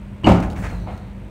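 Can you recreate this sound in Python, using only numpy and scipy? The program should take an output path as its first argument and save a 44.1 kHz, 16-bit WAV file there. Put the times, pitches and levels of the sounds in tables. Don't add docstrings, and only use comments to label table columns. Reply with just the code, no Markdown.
import sys
import numpy as np
from scipy import signal
from scipy.fft import rfft, irfft, next_fast_len
from scipy.io import wavfile
from scipy.ndimage import map_coordinates

SR = 44100
rng = np.random.default_rng(int(sys.argv[2]) if len(sys.argv) > 2 else 0)


def output_pcm(signal):
    pcm = np.clip(np.atleast_2d(signal).T, -1, 1) * 32767
    wavfile.write(sys.argv[1], SR, np.round(pcm).astype(np.int16))


N = 57330
T = np.arange(N) / SR


def amp(db):
    return 10 ** (np.asarray(db) / 20)


def unit(x):
    return x / np.sqrt(np.mean(x ** 2) + 1e-20)


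def along(points, hz):
    f, v = np.transpose(points)
    return np.interp(np.log(hz + 1), np.log(f + 1), v)


def filtered(x, response):
    m = next_fast_len(N + SR // 2)
    return irfft(rfft(x, m) * response(np.fft.rfftfreq(m, 1 / SR)), m)[:N]


def noise(colour, tilt_db=0):
    white = rng.standard_normal(N)
    return unit(filtered(white, lambda hz: amp(along(colour, hz) + tilt_db * np.log2(hz + 1))))


def wobble(rate):
    return map_coordinates(rng.standard_normal(N), [T * rate + 2], order=3)


def at(s, x):
    return np.pad(x, (max(round(s * SR), 0), 0))[:N]


def fade(t60):
    return np.exp(-np.log(1000) * T / t60)


def rise(s):
    return 1 - np.exp(-T / s)


def dying(x, t60s):
    hz, t, spectra = signal.stft(x, SR, nperseg=256)
    decay = np.exp(-np.log(1000) * t / along(t60s, hz)[:, None])
    return signal.istft(spectra * decay, SR, nperseg=256)[1][:N]


def mode(hz, db, t60, rise_s):
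    return amp(db + rng.normal()) * np.sin(2 * np.pi * hz * T) * fade(t60) * rise(rise_s)


def engine(waver_db=2, drift_rad=0.85, rumble_db=-36):
    lines = [(49, -40), (98, -40.5), (199, -38)]
    rumble = [(15, -43), (28, -14), (48, -1.5), (120, 3.5), (146, -5), (195, -2.5), (240, -8), (380, -15.5),
              (450, -18.5), (620, -17), (720, -24.5), (930, -20), (1100, -26.5), (2400, -29.5),
              (4000, -40.5), (5500, -49), (8500, -49), (10500, -55), (15500, -58)]
    hum = np.zeros(N)
    for hz, db in lines:
        gain = amp(db + waver_db * wobble(9))
        phase = 2 * np.pi * (hz * T + rng.random()) + drift_rad * wobble(7.67)
        hum += gain * np.sin(phase)
    return hum + amp(rumble_db) * noise(rumble)


def buzz(rate_hz=60, sharpness=3, level_db=-72.5):
    colour = [(4000, -22), (6000, -3), (7000, -14), (8300, 3), (10500, -14.5), (12300, -8), (14000, -15)]
    bursts = np.exp(sharpness * np.cos(2 * np.pi * rate_hz * T))
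    return amp(level_db) * unit(noise(colour) * bursts)


def door(crack_db=4, crack_t60_s=0.044):
    blows = [(0.235, -35, 0), (0.2457, -26, -0.5), (0.2606, -26.5, 1), (.2675, -12, -1.3),
             (.2725, -14.5, -1), (.286, -23, 1.7), (.298, -24, 1.7), (.316, -24, 1), (.35, -32.5, 1.1)]
    panel = [(40, -16), (150, 2.5), (320, 4), (400, -4.5), (470, -2.5), (580, 0), (900, 1), (1250, -9),
             (1600, -17), (2200, -14), (2850, -17), (3500, -25), (5500, -34), (7500, -34.5), (11000, -46),
             (15500, -52)]
    panel_t60 = [(150, 0.35), (800, 0.2), (2000, 0.28), (6000, 0.38), (14000, .22)]
    contact = rise(0.00065) * (1 + amp(crack_db) * fade(crack_t60_s))
    return sum(at(s, amp(db) * contact * dying(noise(panel, tilt), panel_t60)) for s, db, tilt in blows)


def cabin(x, level_db=-9.5):
    colour = [(100, 3), (400, 1.5), (850, 0), (1100, -2), (1450, 7), (2500, -2.5), (15000, -0.5)]
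    t60s = [(60, 0.95), (250, 0.51), (800, 0.78), (2500, 0.5), (10000, 0.31)]
    tail = dying(noise(colour), t60s) * rise(0.0045)
    return amp(level_db) * signal.fftconvolve(x, tail / np.linalg.norm(tail))[:N]


def boom(seal_s=0.24, slam_s=0.268, deck_db=-23, deck_t60_s=2.6):
    seal_modes = [(71, -14, 0.3, 0.022), (104, -7, 0.073, 0.0083), (204.2, -12.5, 0.46, 0.016),
                  (315.4, -16, 0.47, 0.0031)]
    low_modes = [(50.84, -19, 0.92, 0.013), (70.5, -1, .33, 0.061), (106.9, -4.5, 0.43, .035),
                 (176.3, -4.5, .52, 0.019), (197.8, -7.5, 0.25, .015), (266.4, -9.5, 0.37, 0.021),
                 (355.2, -14.5, 0.32, .015), (392, -16.5, 0.34, 0.0064), (526.6, -21.5, 0.35, .003),
                 (562, -16.5, 0.4, 0.0035), (635, -22, 0.31, 0.0034), (738, -5, 0.065, .002),
                 (790, -21, 0.68, 0.0077), (924, -19.5, 0.48, 0.0052), (966.6, -9.5, 0.046, .001),
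                 (1230, -23, .2, .003)]
    shudder = [(25, -28), (48, 6.5), (80, 7.5), (125, -4.5), (150, -9), (185, -1.5), (260, -5.5),
               (400, -12.5), (600, -16.5), (1200, -56.5)]
    push = sum(mode(*m) for m in seal_modes)
    slam = sum(mode(*m) for m in low_modes)
    deck = amp(deck_db) * noise(shudder) * rise(0.013) * fade(deck_t60_s)
    return at(seal_s, push) + at(slam_s, slam + deck)


def latch():
    contacts = [(.2432, -11.5), (0.2536, -18), (0.259, -24)]
    steel = [(2290, -17, 0.055), (2888, -5.5, 0.068), (2962, 2, 0.021), (4490, -25, .06),
             (4650, -26, 0.066), (7747, -32.5, .06)]
    return sum(at(s, amp(db) * sum(mode(*m, rise_s=0.0023) for m in steel)) for s, db in contacts)


def ticks(t60_s=0.023):
    clicks = [(0.4023, -37), (.4095, -65), (.501, -41), (0.5057, -42.5), (0.513, -47.5), (.516, -49),
              (.522, -44), (.5305, -46.5), (0.8, -57), (0.977, -47)]
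    colour = [(800, -20), (3000, 6), (6000, 0), (9000, -5), (15500, -14)]
    return sum(at(s, amp(db) * noise(colour) * fade(t60_s)) for s, db in clicks)


def rustle(grain_db=2, grain_rate=400):
    strokes = [(.42, 0.0073, 0.17, -31, -50.5), (.553, 0.0073, 0.35, -37, -57.5), (0.567, .02, 1, -52, -51),
               (.614, 0.033, 0.46, -32, -56), (.865, 0.068, 0.63, -48, -65)]
    scuff = [(150, -11), (280, -4), (480, -4), (650, -2.5), (1000, -2), (1300, -4), (1700, -2),
             (2300, -5.5), (2900, -13.5), (3700, -20), (5200, -25), (6600, -21), (9000, -40), (15000, -50)]
    hiss = [(1500, -14), (4500, -6), (6500, -2.5), (8700, -0.5), (11000, -9), (15500, -9.5)]
    out = np.zeros(N)
    for s, rise_s, t60, scuff_db, hiss_db in strokes:
        envelope = np.minimum(T / rise_s, 1) * amp(-60 * np.maximum(T - rise_s, 0) / t60)
        rub = amp(scuff_db) * noise(scuff) + amp(hiss_db) * noise(hiss)
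        grain = unit(amp(grain_db * wobble(grain_rate)))
        out += at(s, envelope * rub * grain)
    return out


def bumps(rise_s=0.0054, t60_s=0.18):
    knocks = [(.51, -37), (.718, -33.5), (.745, -42), (.864, -28.5), (.880, -28.5), (.903, -36)]
    colour = [(100, -6), (220, -5), (350, -4.5), (480, -3), (640, 2), (850, -0.5), (1050, -6.5),
              (1250, -9.5), (1600, -18.5), (2500, -16), (4000, -34.5), (9000, -55.5), (15000, -67)]
    return sum(at(s, amp(db) * noise(colour) * rise(rise_s) * fade(t60_s)) for s, db in knocks)


def floor():
    thuds = [(.585, -28.5), (0.729, -24)]
    modes = [(52.06, 4, 0.99), (72, -3.5, 0.48), (103.14, -1.5, 0.8), (175.9, -0.5, 0.71)]
    return sum(at(s, amp(db) * sum(mode(*m, rise_s=0.0066) for m in modes)) for s, db in thuds)


def squeak(whistle_width_hz=180, hiss_width_hz=1000, squeal_s=0.83, squeal_hz=5980, squeal_db=-63):
    glide = [(0.651, 4440, -78, -81), (.69, 4330, -56.5, -67), (.77, 4090, -54, -67),
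             (0.811, 4090, -63, -59), (.96, 4010, -77, -62.5), (1.12, 4010, -90, -69)]
    s, hz, whistle_db, hiss_db = np.transpose(glide)
    phase = 2 * np.pi * np.cumsum(np.interp(T, s, hz)) / SR

    def band(width_hz, db):
        envelope = amp(np.interp(T, s, db, left=-120, right=-120))
        return envelope * unit(wobble(width_hz) * np.sin(phase) + wobble(width_hz) * np.cos(phase))

    swell = amp(squeal_db) * np.exp(-((T - squeal_s) / 0.035) ** 2)
    squeal = swell * np.sin(2 * np.pi * squeal_hz * T + wobble(whistle_width_hz))
    return band(whistle_width_hz, whistle_db) + band(hiss_width_hz, hiss_db) + squeal


def scene():
    hits = door() + bumps() + ticks()
    mix = hits + cabin(hits) + latch() + boom() + floor() + rustle() + squeak() + engine() + buzz()
    return mix[None]


def record(dry, ceiling=1.08, top_hz=15780):
    rounded = dry[0] / (1 + np.abs(dry[0] / ceiling) ** 6) ** (1 / 6)
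    return filtered(rounded, lambda hz: hz < top_hz)[None]


dry = scene()
out = record(dry)
output_pcm(out)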